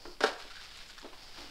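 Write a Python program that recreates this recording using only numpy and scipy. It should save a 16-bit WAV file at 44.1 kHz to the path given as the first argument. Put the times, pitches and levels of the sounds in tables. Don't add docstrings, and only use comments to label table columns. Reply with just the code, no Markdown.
import sys
import numpy as np
from scipy import signal
from scipy.fft import rfft, irfft, next_fast_len
from scipy.io import wavfile
from scipy.ndimage import uniform_filter1d

SR = 44100
rng = np.random.default_rng(int(sys.argv[2]) if len(sys.argv) > 2 else 0)


def put_to_file(sound):
    columns = np.atleast_2d(sound).T
    safe = np.clip(columns, -1, 1)
    whole_steps = np.round(safe * 32767)
    wavfile.write(sys.argv[1], SR, whole_steps.astype(np.int16))


N = 66150


# (time [s], level [dB], bass [dB])
CLACKS = [(0.2057, -26, -4.5), (0.2364, -17.5, -0.5)]
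# (frequency [Hz], relative level [dB], t60 [s])
HEAD_MODES = [(420, 3, .18), (455, 0, .17), (531, -3, .13), (589, 2, .17), (714, -2, .13), (775, -1, .19),
              (932, -3, .22), (1108, -6, .2), (1161, -8, .12), (1335, -1, .16), (1433, -2, .19),
              (1466, -4, .16), (1583, -8, .15), (1637, -5, .18)]
# (frequency [Hz], level [dB])
CLACK_COLOUR = [(100, -60), (190, -5), (300, 3), (600, 0.5), (1000, -3.5), (1500, -6), (1800, -0.5),
                (2050, -12.5), (3000, -9), (5200, -11.5), (6100, -21.5), (10500, -30), (15000, -54)]
# (frequency [Hz], relative level [dB], t60 [s])
BOOM_MODES = [(283, -1, .24), (312, -5, .2), (352, 1, .22), (421, 2, .2)]
CLACK_RISE_S, CLACK_T60_S = .0003, .057
RING_RISE_S, BOOM_RISE_S = .001, 0.0027
RING_DB, CLACK_BOOM_DB, CLACK_ROOM_DB = -13, -20, -13.5
HEAD_LOW_HZ = 215


def broom_head():
    out = np.zeros(N)
    for s, db, bass_db in CLACKS:
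        envelope = strike(s, CLACK_RISE_S, CLACK_T60_S)
        clatter = burst(CLACK_COLOUR, envelope, bass_db=bass_db, modes=HEAD_MODES)
        ringing = amp(RING_DB) * ring(HEAD_MODES, s, RING_RISE_S)
        boom = amp(CLACK_BOOM_DB) * ring(BOOM_MODES, s, BOOM_RISE_S)
        tail = filtered(
            diffuse(s, count=N),
            lambda hz: unit(amp(along(CLACK_COLOUR, hz) + resonances(HEAD_MODES, hz))))
        tones = amp(bass_db) * (ringing + boom)
        out += amp(db) * (wall(clatter) + tones + amp(CLACK_ROOM_DB) * tail)
    low_cut = signal.butter(4, HEAD_LOW_HZ, "high", fs=SR, output="sos")
    return signal.sosfilt(low_cut, out)


# (time [s], level [dB])
DRAG = [(0, -61), (.19, -63), (.36, -62.5), (.48, -62.5), (.67, -57.5), (.83, -58), (.94, -66),
        (1.08, -66.5), (1.17, -79), (1.24, -73.5), (1.36, -59.5), (1.39, -51.5), (1.45, -55), (1.5, -60)]
# (time [s], level [dB])
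SPLAY = [(.205, -94), (.21, -52), (.234, -35.5), (.245, -37.5), (.275, -38), (.31, -49.5), (.37, -58)]
# (time [s], level [dB])
SWISH = [(0, -59.5), (.05, -53.5), (.12, -52.5), (.18, -68), (.3, -71), (.75, -60.5), (1.1, -72),
         (1.23, -53), (1.31, -57.5), (1.39, -52.5), (1.5, -61.5)]
# (frequency [Hz], level [dB])
SWISH_COLOUR = [(300, -2), (800, 1.5), (2000, -16), (3800, -10), (4600, 4), (5200, 2), (6000, -10),
                (9000, -24), (15000, -27)]
# (time [s], length [s], level [dB], buzz against scuff [dB], buzz pitch [Hz])
SCUFFS = [(.390, 0.076, -49, -8, 1430), (0.499, 0.03, -51, -1, 1410), (0.548, 0.053, -52.5, 1.5, 1535),
          (0.583, 0.028, -55, 3, 1600), (0.601, 0.097, -51.5, -28, 1480), (.725, 0.034, -62, -11, 1520),
          (0.798, 0.049, -54, -13, 1640), (0.889, 0.037, -54.5, -1.5, 1550)]
# (frequency [Hz], level [dB])
SCUFF_COLOUR = [(200, -19), (700, -7), (1300, -1.5), (2500, 0), (3700, 1), (5200, -1), (6100, -10.5),
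                (8000, -15.5), (11000, -24.5), (15000, -35)]


def bristles():
    drag = (level(DRAG) + level(SPLAY)) * flicks(SCUFF_COLOUR)
    swish = level(SWISH) * flicks(SWISH_COLOUR)
    out = drag + swish
    for s, length, db, buzz_db, pitch_hz in SCUFFS:
        scuff = flicks(SCUFF_COLOUR) + amp(buzz_db) * buzz(pitch_hz)
        out += amp(db) * press(s, length) * scuff
    return out


FLICKS_PER_S = 3800
FLICK_SPREAD_DB, FLUTTER_DB = 3.5, 0.96


def flicks(colour):
    happens = rng.random(N) < FLICKS_PER_S / SR
    direction = rng.choice([-1, 1], N)
    size = amp(FLICK_SPREAD_DB * rng.standard_normal(N))
    flutter = unit(uniform_filter1d(rng.standard_normal(N), size=400))
    slips = happens * direction * size * amp(FLUTTER_DB * flutter)
    return unit(filtered(slips, lambda hz: amp(along(colour, hz))))


BUZZ_WIDTH_HZ, BUZZ_THIRD_DB = 165, -8


def buzz(pitch_hz):
    def hump(hz, centre):
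        return np.exp(-((hz - centre) / BUZZ_WIDTH_HZ) ** 2)

    def response(hz):
        return hump(hz, pitch_hz) + amp(BUZZ_THIRD_DB) * hump(hz, 3 * pitch_hz)

    return unit(filtered(rng.standard_normal(N), response))


SCUFF_RISE_S, SCUFF_FALL_S = 0.0084, 0.011


def press(s, length):
    rise = np.minimum(since(s) / SCUFF_RISE_S, 1)
    release = np.exp(-since(s + length / 2) / SCUFF_FALL_S)
    return rise * release


# (time [s], length [s], level [dB])
RUSTLES = [(0.378, 0.042, -62.5), (0.622, 0.05, -63), (0.767, 0.027, -55), (0.873, 0.068, -59.5),
           (0.99, .005, -57)]
# (frequency [Hz], level [dB])
PAPER_COLOUR = [(1500, -12), (4000, 2), (6000, 0), (7500, 4), (9000, -11), (11500, -8), (15000, -35)]


def paper():
    strength = sum(amp(db) * press(s, length) for s, length, db in RUSTLES)
    return strength * flicks(PAPER_COLOUR)


# (time [s], level [dB], t60 [s], treble [dB], room boom against thud [dB])
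STEPS = [(0.0531, -37.5, 0.042, 20, -11.5), (.072, -48, .08, -19, 0), (.446, -47, 0.036, -2, -12),
         (1.027, -46, 0.073, 5.5, -23), (1.0445, -42, 0.15, 2, -10.5), (1.127, -47, 0.088, 19, -19),
         (1.378, -49, 0.29, 5, -21), (1.415, -54.5, 0.45, 2, -13)]
# (frequency [Hz], level [dB])
STEP_COLOUR = [(80, -31), (190, -16), (290, 8), (420, -4.5), (600, -2.5), (950, -7), (1800, -20),
               (4000, -37), (12000, -68)]
STEP_RISE_S, STEP_ROOM_DB = 0.00092, -9


def shoes():
    out = np.zeros(N)
    for s, db, t60, treble_db, boom_db in STEPS:
        thud = burst(STEP_COLOUR, strike(s, STEP_RISE_S, t60), treble_db=treble_db)
        echoing_thud = room(thud, STEP_ROOM_DB)
        boom = amp(boom_db) * ring(BOOM_MODES, s, BOOM_RISE_S)
        out += amp(db) * (echoing_thud + boom)
    return out


# (time [s], level [dB])
TICKS = [(.806, -58), (.9795, -41), (.9862, -41.5), (1.016, -46), (1.049, -50), (1.344, -47.5),
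         (1.376, -44), (1.388, -47.5)]
# (frequency [Hz], level [dB])
TICK_COLOUR = [(300, -18), (900, -7), (1250, 3), (1700, 3.5), (2200, -14), (3400, -3), (5200, -4.5),
               (6300, -18), (11000, -28), (15000, -32)]
TICK_RISE_S, TICK_T60_S = .0004, 0.031


def ticks():
    out = np.zeros(N)
    for s, db in TICKS:
        out += amp(db) * burst(TICK_COLOUR, strike(s, TICK_RISE_S, TICK_T60_S))
    return out


# (frequency [Hz], level [dB])
AIR_COLOUR = [(20, 20.5), (50, -37), (90, -9.5), (180, -7.5), (400, -12), (900, -20.5), (2000, -52),
              (5000, -45), (7000, -20), (15000, -30.5)]
AIR_DB = -53
# (time [s], level [dB])
RUMBLE = [(0, -66), (.37, -66), (.42, -59), (.47, -66), (.7, -64), (1.11, -66), (1.16, -58), (1.22, -67),
          (1.36, -59), (1.5, -59)]
# (frequency [Hz], level [dB])
RUMBLE_COLOUR = [(12, -4.5), (25, -19), (52, -5), (90, -16.5), (250, -44)]


def background():
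    air = amp(AIR_DB) * noise(AIR_COLOUR)
    rumble = level(RUMBLE) * noise(RUMBLE_COLOUR)
    return air + rumble


def room(x, wet_db):
    tail = diffuse(0, count=SR // 2)
    tail = tail / np.linalg.norm(tail)
    return wall(x) + amp(wet_db) * signal.fftconvolve(x, tail)[:N]


WALL_S, WALL_DB = .029, -15


def wall(x):
    echo = np.interp(since(0) - WALL_S, since(0), x, left=0)
    return x + amp(WALL_DB) * echo


# (frequency [Hz], t60 [s])
ROOM_T60 = [(200, 0.22), (1000, 0.59), (4000, 0.27), (11000, 0.25)]
ROOM_GAP_S = .005


def diffuse(s, count):
    hz, t, bands = signal.stft(rng.standard_normal(count), SR, nperseg=256)
    t60 = along(ROOM_T60, hz)[:, None]
    fade = np.exp(-np.log(1000) * np.maximum(t - s, 0) / t60)
    tail = signal.istft(bands * fade, SR)[1]
    return tail[:count] * (1 - np.exp(-since(s)[:count] / ROOM_GAP_S))


def burst(colour, envelope, treble_db=0, bass_db=0, modes=(), corner_hz=750):
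    m = next_fast_len(2 * N)
    hz = np.fft.rfftfreq(m, 1 / SR)
    low = 1 / (1 + (hz / corner_hz) ** 4)
    shelves = bass_db * low + treble_db * (1 - low)
    gain = unit(amp(along(colour, hz) + shelves + resonances(modes, hz)))
    cepstrum = irfft(np.log(gain), m)
    cepstrum[1:m // 2] *= 2
    cepstrum[m // 2 + 1:] = 0
    body = np.exp(rfft(cepstrum))
    contact = rng.standard_normal(N) * envelope
    return irfft(rfft(contact, m) * body, m)[:N]


RESONANCE_DB, RESONANCE_WIDTH_HZ = 7, 26


def resonances(modes, hz):
    humps = sum(np.exp(-((hz - mode[0]) / RESONANCE_WIDTH_HZ) ** 2) for mode in modes)
    return RESONANCE_DB * np.minimum(humps, 1)


def ring(modes, s, rise):
    out = np.zeros(N)
    for hz, db, t60 in modes:
        gain = amp(db + rng.normal(0, 1))
        tone = np.sin(2 * np.pi * (hz * since(s) + rng.random()))
        out += gain * tone * strike(s, rise, t60)
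    return out


def strike(s, rise, t60):
    t = since(s)
    return (1 - np.exp(-t / rise)) * np.exp(-np.log(1000) * t / t60)


def noise(colour):
    return unit(filtered(rng.standard_normal(N), lambda hz: amp(along(colour, hz))))


def filtered(x, response):
    m = next_fast_len(N + 8192)
    return irfft(rfft(x, m) * response(np.fft.rfftfreq(m, 1 / SR)), m)[:N]


def level(rows):
    return amp(np.interp(since(0), *np.transpose(rows)))


def along(points, hz):
    f, v = np.transpose(points)
    return np.interp(np.log(hz + 1), np.log(f + 1), v)


def since(s):
    return np.maximum(np.arange(N) / SR - s, 0)


def amp(db):
    return 10 ** (np.asarray(db) / 20)


def unit(x):
    return x / np.sqrt(np.mean(x ** 2) + 1e-20)


BRUSH_ROOM_DB = -19


def scene():
    landing = broom_head()
    steps = shoes()
    brushing = room(bristles() + paper() + ticks(), BRUSH_ROOM_DB)
    return (landing + brushing + steps + background())[None]


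TOP_HZ = 15750


def record(dry):
    return filtered(dry[0], lambda hz: hz < TOP_HZ)[None]


dry = scene()
out = record(dry)
put_to_file(out)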